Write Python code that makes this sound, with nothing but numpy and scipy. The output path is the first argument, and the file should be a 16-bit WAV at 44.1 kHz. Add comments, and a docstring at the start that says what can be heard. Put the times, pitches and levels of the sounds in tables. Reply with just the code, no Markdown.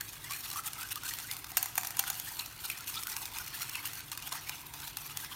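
"""A wire whisk beats runny cream in a wide bowl, about four strokes a second.
The place is a quiet room, with a phone microphone close to the bowl. Up front the wires tear the
cream into a fine crackle, air pockets squelch, and films and drops snap. For three strokes the wires
clatter against the bowl and ring. Behind it are faint wall reflections, a hum and a low rumble."""
import sys
import numpy as np
from scipy import signal
from scipy.fft import rfft, irfft, next_fast_len
from scipy.io import wavfile
from scipy.ndimage import map_coordinates

SR = 44100
rng = np.random.default_rng(int(sys.argv[2]) if len(sys.argv) > 2 else 0)


def generate_wav(signal):
    """Clip the signal to [-1, 1] and save it as 16-bit WAV at the path in sys.argv[1]."""
    frames = np.transpose(np.atleast_2d(signal))
    scaled = np.clip(frames, -1, 1) * 32767
    pcm = np.round(scaled).astype(np.int16)
    wavfile.write(sys.argv[1], SR, pcm)


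N = 236050

# whisk strokes through the cream: t/s, length/s, relative fizz level/dB, body offset/dB
WHISK_STROKES = [(0.0, 0.17, -48, -6), (0.293, 0.2, -41.5, -10), (0.504, 0.093, -40.5, -5),
                 (0.634, 0.12, -44.5, -2.5), (0.774, 0.16, -44.5, -5.5), (1.044, 0.1, -37, -5.5),
                 (1.172, 0.16, -41.5, -8), (1.357, 0.071, -50, -13), (1.57, .11, -43, -1),
                 (1.761, .13, -41.5, -7), (1.977, 0.31, -43, -4), (2.262, 0.23, -45, -2),
                 (2.598, 0.25, -44.5, -5), (2.854, 0.27, -40.5, -11), (3.113, 0.19, -44, -1),
                 (3.331, .15, -42, 0), (3.522, 0.22, -44.5, 1), (3.747, 0.15, -45.5, -0.5),
                 (3.927, 0.088, -41.5, -3), (4.115, 0.24, -45.5, 0), (4.307, 0.069, -44, 2.5),
                 (4.465, .13, -46.5, 2.5), (4.732, 0.17, -47, 3), (4.963, 0.24, -46.5, -2.5),
                 (5.157, 0.18, -48, 4.5)]
# the loudest wet snaps of cream on the wires: t/s, relative crack level/dB, body offset/dB
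CREAM_SNAPS = [(0.0093, -29.5, -8), (0.3209, -32, -10), (0.3706, -39, -14), (0.5016, -33, -16),
               (0.7326, -32.5, -19), (0.8306, -40.5, 9), (0.9571, -30.5, -10), (1.0345, -35.5, 1),
               (1.1367, -31, -12), (1.1864, -33, -5), (1.3126, -29, -22), (1.3664, -35, -16),
               (1.4431, -40, 8.5), (1.4685, -43.5, 2), (2.4598, -34.5, 0), (2.6999, -29, -8),
               (2.8069, -38, -13), (2.8803, -36.5, -7), (3.0338, -29.5, -22), (3.0698, -29, -14),
               (3.1655, -28.5, -3.5), (3.2551, -31, -6), (3.3852, -30, -16), (3.4798, -41, -11),
               (3.5441, -48, -8), (3.6192, -32, -13), (3.6944, -32.5, -4), (3.7542, -37, 10.5),
               (3.8551, -32.5, -9), (3.9327, -36, 0), (4.1166, -35.5, 6.5), (4.1297, -40, 0),
               (4.175, -33.5, 3), (4.3255, -32.5, -3), (4.3695, -40, -5), (4.4939, -31, 4.5),
               (4.7375, -43, 9.5), (4.9699, -30, -0.5), (5.0968, -47, 9), (5.1719, -28, -3)]
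# air pockets behind the wires: t/s, length/s, starting f/Hz, relative levels of ring/dB and spray/dB
AIR_POCKETS = [(0.005, 0.014, 1607, -37.5, -48), (0.237, 0.052, 1860, -45.5, -45.5),
               (0.292, 0.039, 1078, -41, -40), (0.307, 0.04, 2230, -42, -47),
               (0.435, 0.034, 3450, -46.5, -43), (0.514, 0.038, 1110, -46.5, -55),
               (0.557, 0.018, 1150, -35, -38), (0.578, 0.02, 1266, -33.5, -49.5),
               (0.655, .035, 1210, -46, -36.5), (0.778, 0.09, 1244, -43, -49),
               (0.903, 0.03, 2643, -40.5, -36), (0.959, 0.023, 1174, -39, -44),
               (1.026, 0.05, 1353, -42, -46), (1.109, 0.013, 1870, -37.5, -56), (1.23, .03, 1370, -47, -52),
               (1.283, 0.058, 1943, -43, -41), (2.066, 0.032, 1373, -40.5, -44),
               (2.268, 0.03, 1726, -43, -39), (2.388, 0.026, 2580, -41, -43),
               (2.392, 0.0085, 3930, -29.5, -40), (2.636, 0.032, 3850, -41.5, -38.5),
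               (2.698, 0.0095, 2510, -32, -46), (2.713, 0.023, 2170, -45, -41),
               (2.788, 0.045, 1290, -47, -55), (2.944, 0.052, 1183, -42.5, -52),
               (2.962, 0.021, 3480, -34, -48), (3.053, 0.033, 1346, -42, -49),
               (3.395, 0.029, 1402, -41.5, -59), (3.531, .025, 1643, -43, -56),
               (3.604, 0.031, 1310, -40.5, -40), (3.745, 0.019, 2586, -35.5, -59),
               (3.777, 0.024, 2110, -41, -59), (3.85, 0.03, 2720, -41.5, -35), (4.116, .02, 1132, -44, -40),
               (4.236, 0.043, 2980, -48, -44.5), (4.319, 0.014, 1043, -37.5, -34),
               (4.873, 0.0083, 3350, -41.5, -41.5), (5.22, .03, 1547, -45.5, -39),
               (5.309, 0.026, 3080, -44.5, -55)]
# wires striking the bowl: t/s, relative crack level/dB, body offset/dB
WIRE_KNOCKS = [(1.5178, -41.5, 5.5), (1.5699, -21.5, -0.5), (1.5789, -25.5, -20), (1.6281, -26, -11),
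               (1.6585, -32, -2), (1.755, -34.5, 1), (1.7785, -23.5, 1.5), (1.8327, -38.5, 6),
               (1.848, -35.5, 4), (1.871, -30, -7), (1.9064, -37, 2.5), (1.9697, -32, -5),
               (1.9923, -20.5, -8), (2.0388, -45.5, 14), (2.0777, -35, -5), (2.101, -26.5, -5),
               (2.1985, -32, -6)]
# ringing modes of bowl and wires: f/Hz, relative level/dB, t60/s
RING_MODES = [(794, -5.5, 0.31), (1030, 7.5, 0.039), (1510, -3, 0.089), (2310, 0, 0.14), (2780, 3, 0.052),
              (4410, 0, 0.11), (6239, -2, 0.13), (6500, -6, 0.065), (6800, 13, 0.04), (7120, 4, 0.18),
              (8700, 4, 0.16), (11690, -1, 0.18), (13100, -7, .04), (13300, -1, .1), (15300, -2, .12)]
# air resonances of the open bowl: f/Hz, width/Hz, level over the direct sound/dB
BOWL_RESONANCES = [(718.6, 13, 8), (789, 32, -8), (927, 135, -7.5), (1249, 6.4, -4.5), (1571, 25, -7.5),
                   (2383, 38, -4), (2542, 90, -5), (2835, 150, -6.5), (3450, 71, -9), (4340, 117, -3),
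                   (5270, 150, -13), (9850, 130, -16)]
# hum in the room: f/Hz, level before its balance shifts/dB, level after/dB
HUM_TONES = [(61, -87, -70), (101.6, -66.5, -71), (144.4, -73.5, -64.5), (291.5, -72, -71)]
# spectra: f/Hz, relative level/dB
FIZZ_SPECTRUM = [(300, -61), (700, -22), (1500, -4.5), (2800, -3), (4300, 1.5), (4900, -2), (5500, 3),
                 (7700, 0), (9600, 2.5), (10400, -2.5), (11700, 2.5), (15200, 1.5), (16000, -14)]  # bright top of the cream
BODY_SPECTRUM = [(150, -59), (500, -36.5), (630, -14), (820, 3), (1150, -0.5), (1450, -1), (2100, -1),
                 (3000, -3), (4200, -2.5), (8000, -4)]  # wet midrange of the cream
CRACK_SPECTRUM = [(250, -44), (1800, -21), (2700, -6), (5000, -6), (6500, 2), (7800, -6), (8700, -0.5),
                  (10300, -2.5), (13000, 5), (15800, -2)]  # sharp edge of a knock
THUD_SPECTRUM = [(150, -20), (480, -21.5), (620, -17), (780, 0), (1000, -7), (1500, -3), (2100, -4.5),
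                 (3000, -14), (6000, -12.5)]  # dull body of a knock
RUMBLE_SPECTRUM = [(22, -19.5), (44, -1.5), (75, -4), (110, 0), (145, -1.5), (170, -9), (230, -10.5),
                   (330, -9.5), (520, -18), (1200, -12.5), (5000, -33), (16000, -52)]  # room tone


def whisk_strokes():
    """Fizz and body gains over time: strokes, spray from air pockets and settling foam add in power."""
    bite_s, sag_db, release_t60_s = 0.01, 4, 0.18
    foam_db, foam_body_db, spray_body_db = -52, 2, -8
    t = np.arange(N) / SR
    fizz = np.full(N, undb(foam_db) ** 2)
    body = np.full(N, undb(foam_db + foam_body_db) ** 2)
    for start, length, level_db, body_db in WHISK_STROKES:
        # a stroke bites quickly, loses speed as it ploughs on, and lets go
        age = np.maximum(t - start, 0)
        bite = np.minimum(age / bite_s, 1)
        sag = undb(-sag_db * np.minimum(age / length, 1))
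        release = fade(np.maximum(age - length, 0), release_t60_s)
        power = (undb(level_db) * bite * sag * release) ** 2
        fizz += power
        body += power * undb(body_db) ** 2
    for start, length, _, _, spray_db in AIR_POCKETS:
        power = undb(spray_db) ** 2 * signal.windows.tukey(max(int(length * SR), 64), .5)
        add(fizz, start, power)
        add(body, start, power * undb(spray_body_db) ** 2)
    return np.sqrt(fizz), np.sqrt(body)


def swish(fizz_gain, body_gain, fizz_db, body_db, flutter_db, hollows_db):
    """Close to the microphone, wires tear the cream: bubbles fizz and shifting hollows colour them."""
    fine = bubbles(per_s=700, low_hz=2500, high_hz=15500, mean_t60=.016, spread_db=3)
    coarse = bubbles(per_s=600, low_hz=850, high_hz=4000, mean_t60=.026, spread_db=1.5)
    tearing = crackle(per_s=5000, spread_db=3.8, t60=.006)
    droplets = crackle(per_s=110, spread_db=2.5, t60=.01)
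    sloshing = crackle(per_s=3500, spread_db=2, t60=.015)
    fizz = colour(unit(tearing + .6 * fine + .45 * droplets), FIZZ_SPECTRUM)
    body = colour(unit(sloshing + .6 * coarse), BODY_SPECTRUM)
    wet = undb(fizz_db) * fizz_gain * fizz + undb(body_db) * body_gain * body
    # half-octave bands swell and shrink on their own as the hollows change shape
    size = next_fast_len(N)
    hz = np.maximum(np.fft.rfftfreq(size, 1 / SR), 1)
    octave = np.log2(hz / 700).clip(0, 4)
    spectrum = rfft(wet, size)
    bands = (irfft(spectrum * np.maximum(1 - abs(2 * octave - k), 0), size)[:N] for k in range(9))
    shifting = sum(band * undb(hollows_db * wander(per_s=35)) for band in bands)
    return shifting * undb(flutter_db * wander(per_s=70))


def bubbles(per_s, low_hz, high_hz, mean_t60, spread_db, size=900):
    """Small bubbles burst, each ringing briefly at its own, slightly rising pitch; rms 1."""
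    when, pitch, strength, lifespan = rng.random((int(per_s * N / SR), 4)).T[:, :, None]
    t = np.arange(size) / SR
    hz = low_hz + (high_hz - low_hz) * pitch
    t60 = mean_t60 * (.5 + lifespan)
    glide = 1 + .015 * np.minimum(t / t60, 1)
    gain = undb(spread_db * np.minimum(-np.log(strength), 3.5))
    pops = gain * (fade(t, t60) - fade(t, t60 / 10)) * np.sin(2 * np.pi * hz * t * glide)
    at = (when * N).astype(int) + np.arange(size)
    return unit(np.bincount(at.ravel(), pops.ravel(), N)[:N])


def crackle(per_s, spread_db, t60, places=5):
    """Countless tiny bursts of uneven size from several places in the bowl; rms 1."""
    out = np.zeros(N)
    for _ in range(places):
        happens = rng.random(N) < per_s / places / SR
        strength = undb(spread_db * np.minimum(rng.exponential(size=N), 3.5))
        burst = click(t60, tail_db=-24, tail_t60=.03)
        out += through(happens * strength * np.sign(rng.standard_normal(N)), burst)
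    return unit(out)


def snaps(fizz_gain, crack_db, body_db):
    """Films of cream break and drops slap the side of the bowl."""
    events = CREAM_SNAPS + flung_drops(fizz_gain)
    crack, body = click_layers(events, t60=.012, body_t60=.018, tail_db=-20, tail_t60=.04, rise_s=.0004)
    return undb(crack_db) * colour(crack, FIZZ_SPECTRUM) + undb(body_db) * colour(body, BODY_SPECTRUM)


def flung_drops(fizz_gain, per_s=30, offset_db=3.5, spread_db=3, body_db=-2.5):
    """Rows of small snaps at chance moments, as strong as the stroke that flings them."""
    when, strength = rng.random((int(per_s * N / SR), 2)).T
    at = (when * N).astype(int)
    level_db = 20 * np.log10(fizz_gain[at]) + offset_db + spread_db * (2 * strength - 1)
    return [(i / SR, db, body_db) for i, db in zip(at, level_db)]


def squelches(gain_db, taper, climb_octaves_per_s=4.5):
    """Tearing cream rings each air pocket; it shrinks as cream flows back, so its pitch climbs."""
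    out = np.zeros(N)
    for start, length, hz, level_db, _ in AIR_POCKETS:
        size = max(int(length * SR), 64)
        tearing = rng.standard_normal(size) + 1j * rng.standard_normal(size)
        width_hz = 16 * (hz / 1000) ** 2.3  # small, high pockets are damped more
        pole = np.exp(-np.pi * width_hz / SR)
        climbing_hz = hz * 2 ** (climb_octaves_per_s * np.arange(size) / SR)
        phase = 2 * np.pi * np.cumsum(climbing_hz) / SR
        tone = (signal.lfilter([1], [1, -pole], tearing) * np.exp(1j * phase)).real
        band = signal.butter(2, [hz / np.sqrt(2), hz * 2], "bandpass", fs=SR, output="sos")
        squelch = signal.sosfilt(band, tone) * signal.windows.tukey(size, taper)
        add(out, start, undb(level_db + gain_db) * unit(squelch))
    return out


def knocks(crack_db, body_db, ring_db, rebound_s=0.0031, full_rebound_db=-20):
    """Wires hit the bowl and bounce; each blow weights the cream-damped modes differently."""
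    # the harder the blow, the nearer its rebound comes to full strength
    rebounds = [(start + rebound_s, db + min(db - full_rebound_db, 0), body_offset)
                for start, db, body_offset in WIRE_KNOCKS]
    blows = WIRE_KNOCKS + rebounds
    crack, body = click_layers(blows, t60=.008, body_t60=.017, tail_db=-20, tail_t60=.042, rise_s=.0001)
    t = np.arange(SR // 2) / SR
    modes = np.array([undb(db) * np.sin(2 * np.pi * hz * t) * fade(t, t60) for hz, db, t60 in RING_MODES])
    ring = np.zeros(N)
    for start, level_db, _ in blows:
        weights = undb(level_db + 2 * rng.standard_normal(len(modes))) * rng.choice([-1, 1], len(modes))
        add(ring, start, weights @ modes)
    impact = undb(crack_db) * colour(crack, CRACK_SPECTRUM) + undb(body_db) * colour(body, THUD_SPECTRUM)
    return impact + undb(ring_db) * ring


def click_layers(events, t60, body_t60, tail_db, tail_t60, rise_s):
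    """The sharp crack and the slower body of every snap or knock in a list."""
    crack, body = np.zeros(N), np.zeros(N)
    for when, level_db, body_db in events:
        start = when - rise_s / 2
        add(crack, start, undb(level_db) * click(t60, tail_db, tail_t60, rise_s))
        add(body, start, undb(level_db + body_db) * click(body_t60, tail_db, tail_t60, rise_s))
    return crack, body


def click(t60, tail_db, tail_t60, rise_s=.0001, size=4096):
    """A click scatters inside the bowl, with a weaker, longer tail; energy 1."""
    t = np.arange(1, size + 1) / SR
    attack = 1 - np.exp(-(t / rise_s) ** 2)
    decay = fade(t, t60) + undb(tail_db) * fade(t, tail_t60)
    response = rng.standard_normal(size) * attack * decay
    return response / np.linalg.norm(response)


def bowl_echoes(x, level_db, sway, delays_s=(.0007, .0016)):
    """The near and far sides of the bowl reflect the sound; both paths change as the whisk circles."""
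    lags = [delay * SR * (1 + sway * wander(per_s=8)) for delay in delays_s]
    return x + undb(level_db) * sum(map_coordinates(x, [np.arange(N) - lag], order=3) for lag in lags)


def bowl_hollow(x, size=4096):
    """The hollow of the bowl colours everything that sounds inside it."""
    t = np.arange(size) / SR
    response = np.zeros(size)
    for hz, width_hz, db in BOWL_RESONANCES:
        envelope = 2 * np.pi * width_hz / SR * np.exp(-np.pi * width_hz * t)
        response += undb(db) * envelope * np.cos(2 * np.pi * hz * t)
    return x + through(x, response)


def room(x, level_db, t60, cutoff_hz, size=22050):
    """Faint wall reflections reach the microphone after the direct sound, with less treble."""
    t = np.arange(size) / SR
    response = rng.standard_normal(size) * fade(t, t60) * (1 - fade(t, 0.018))
    late = through(x, response / np.linalg.norm(response))
    lowpass = signal.butter(1, cutoff_hz, fs=SR, output="sos")
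    return x + undb(level_db) * signal.sosfilt(lowpass, late)


def room_tone(rumble_db, waver_rad, shift_s):
    """Under the whisk lie a low rumble and a wavering hum whose balance shifts once."""
    t = np.arange(N) / SR
    shifted = (1 + np.tanh(10 * (t - shift_s))) / 2
    hum = np.zeros(N)
    for hz, before_db, after_db in HUM_TONES:
        tone = unit(np.sin(2 * np.pi * hz * t + waver_rad * wander(per_s=12)))
        hum += tone * undb(before_db + (after_db - before_db) * shifted)
    return hum + undb(rumble_db) * colour(rng.standard_normal(N), RUMBLE_SPECTRUM)


def colour(x, points, size=8192):
    """Causal filter through (f/Hz, level/dB) points that keeps the power of white noise."""
    hz, db = np.transpose(points)
    bins_hz = np.maximum(np.fft.rfftfreq(size, 1 / SR), 1)
    gain = undb(np.interp(np.log(bins_hz), np.log(hz), db))
    cepstrum = irfft(np.log(gain))
    cepstrum[1:size // 2] *= 2  # fold onto positive time for minimum phase
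    cepstrum[size // 2 + 1:] = 0
    response = irfft(np.exp(rfft(cepstrum)))
    return through(x, response / np.linalg.norm(response))


def wander(per_s):
    """Smooth random curve with a spread near 1, passing about per_s chance values a second."""
    at = np.arange(N) / SR * per_s + 2 + rng.random()
    return map_coordinates(rng.standard_normal(int(at[-1]) + 4), [at], order=2, mode="nearest")


def fade(t, t60):
    """Exponential decay, 60 dB down at t60."""
    return np.exp(-np.log(1000) * t / t60)


def undb(db):
    """Decibels to gain."""
    return 10 ** (np.asarray(db) / 20)


def unit(x):
    """Scale to rms 1."""
    return x / np.sqrt(np.mean(x ** 2) + 1e-20)


def add(out, start_s, x):
    """Mix x into out from start_s."""
    i = max(int(start_s * SR), 0)
    part = out[i:i + len(x)]
    part += x[:len(part)]


def through(x, response):
    """Pass a sound through an impulse response."""
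    return signal.fftconvolve(x, response)[:len(x)]


def scene():
    """Whisk, cream and bowl at close range in a quiet room, on one microphone."""
    fizz_gain, body_gain = whisk_strokes()
    cream = swish(fizz_gain, body_gain, fizz_db=-5.0, body_db=-6, flutter_db=2.5, hollows_db=2.23)
    cream += snaps(fizz_gain, crack_db=18.0, body_db=16.0)
    cream = bowl_echoes(cream, level_db=-12.5, sway=0.147)
    cream += squelches(gain_db=-6.5, taper=0.2)
    clatter = knocks(crack_db=22.0, body_db=17.0, ring_db=-28)
    at_microphone = room(bowl_hollow(cream + clatter), level_db=-9.5, t60=0.93, cutoff_hz=7000)
    return (at_microphone + room_tone(rumble_db=-56.5, waver_rad=0.23, shift_s=4))[None]


def record(dry):
    """The phone beside the bowl cuts the treble above 16 kHz."""
    return signal.sosfilt(signal.ellip(10, .2, 80, 16000, fs=SR, output="sos"), dry)


dry = scene()
out = record(dry)
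generate_wav(out)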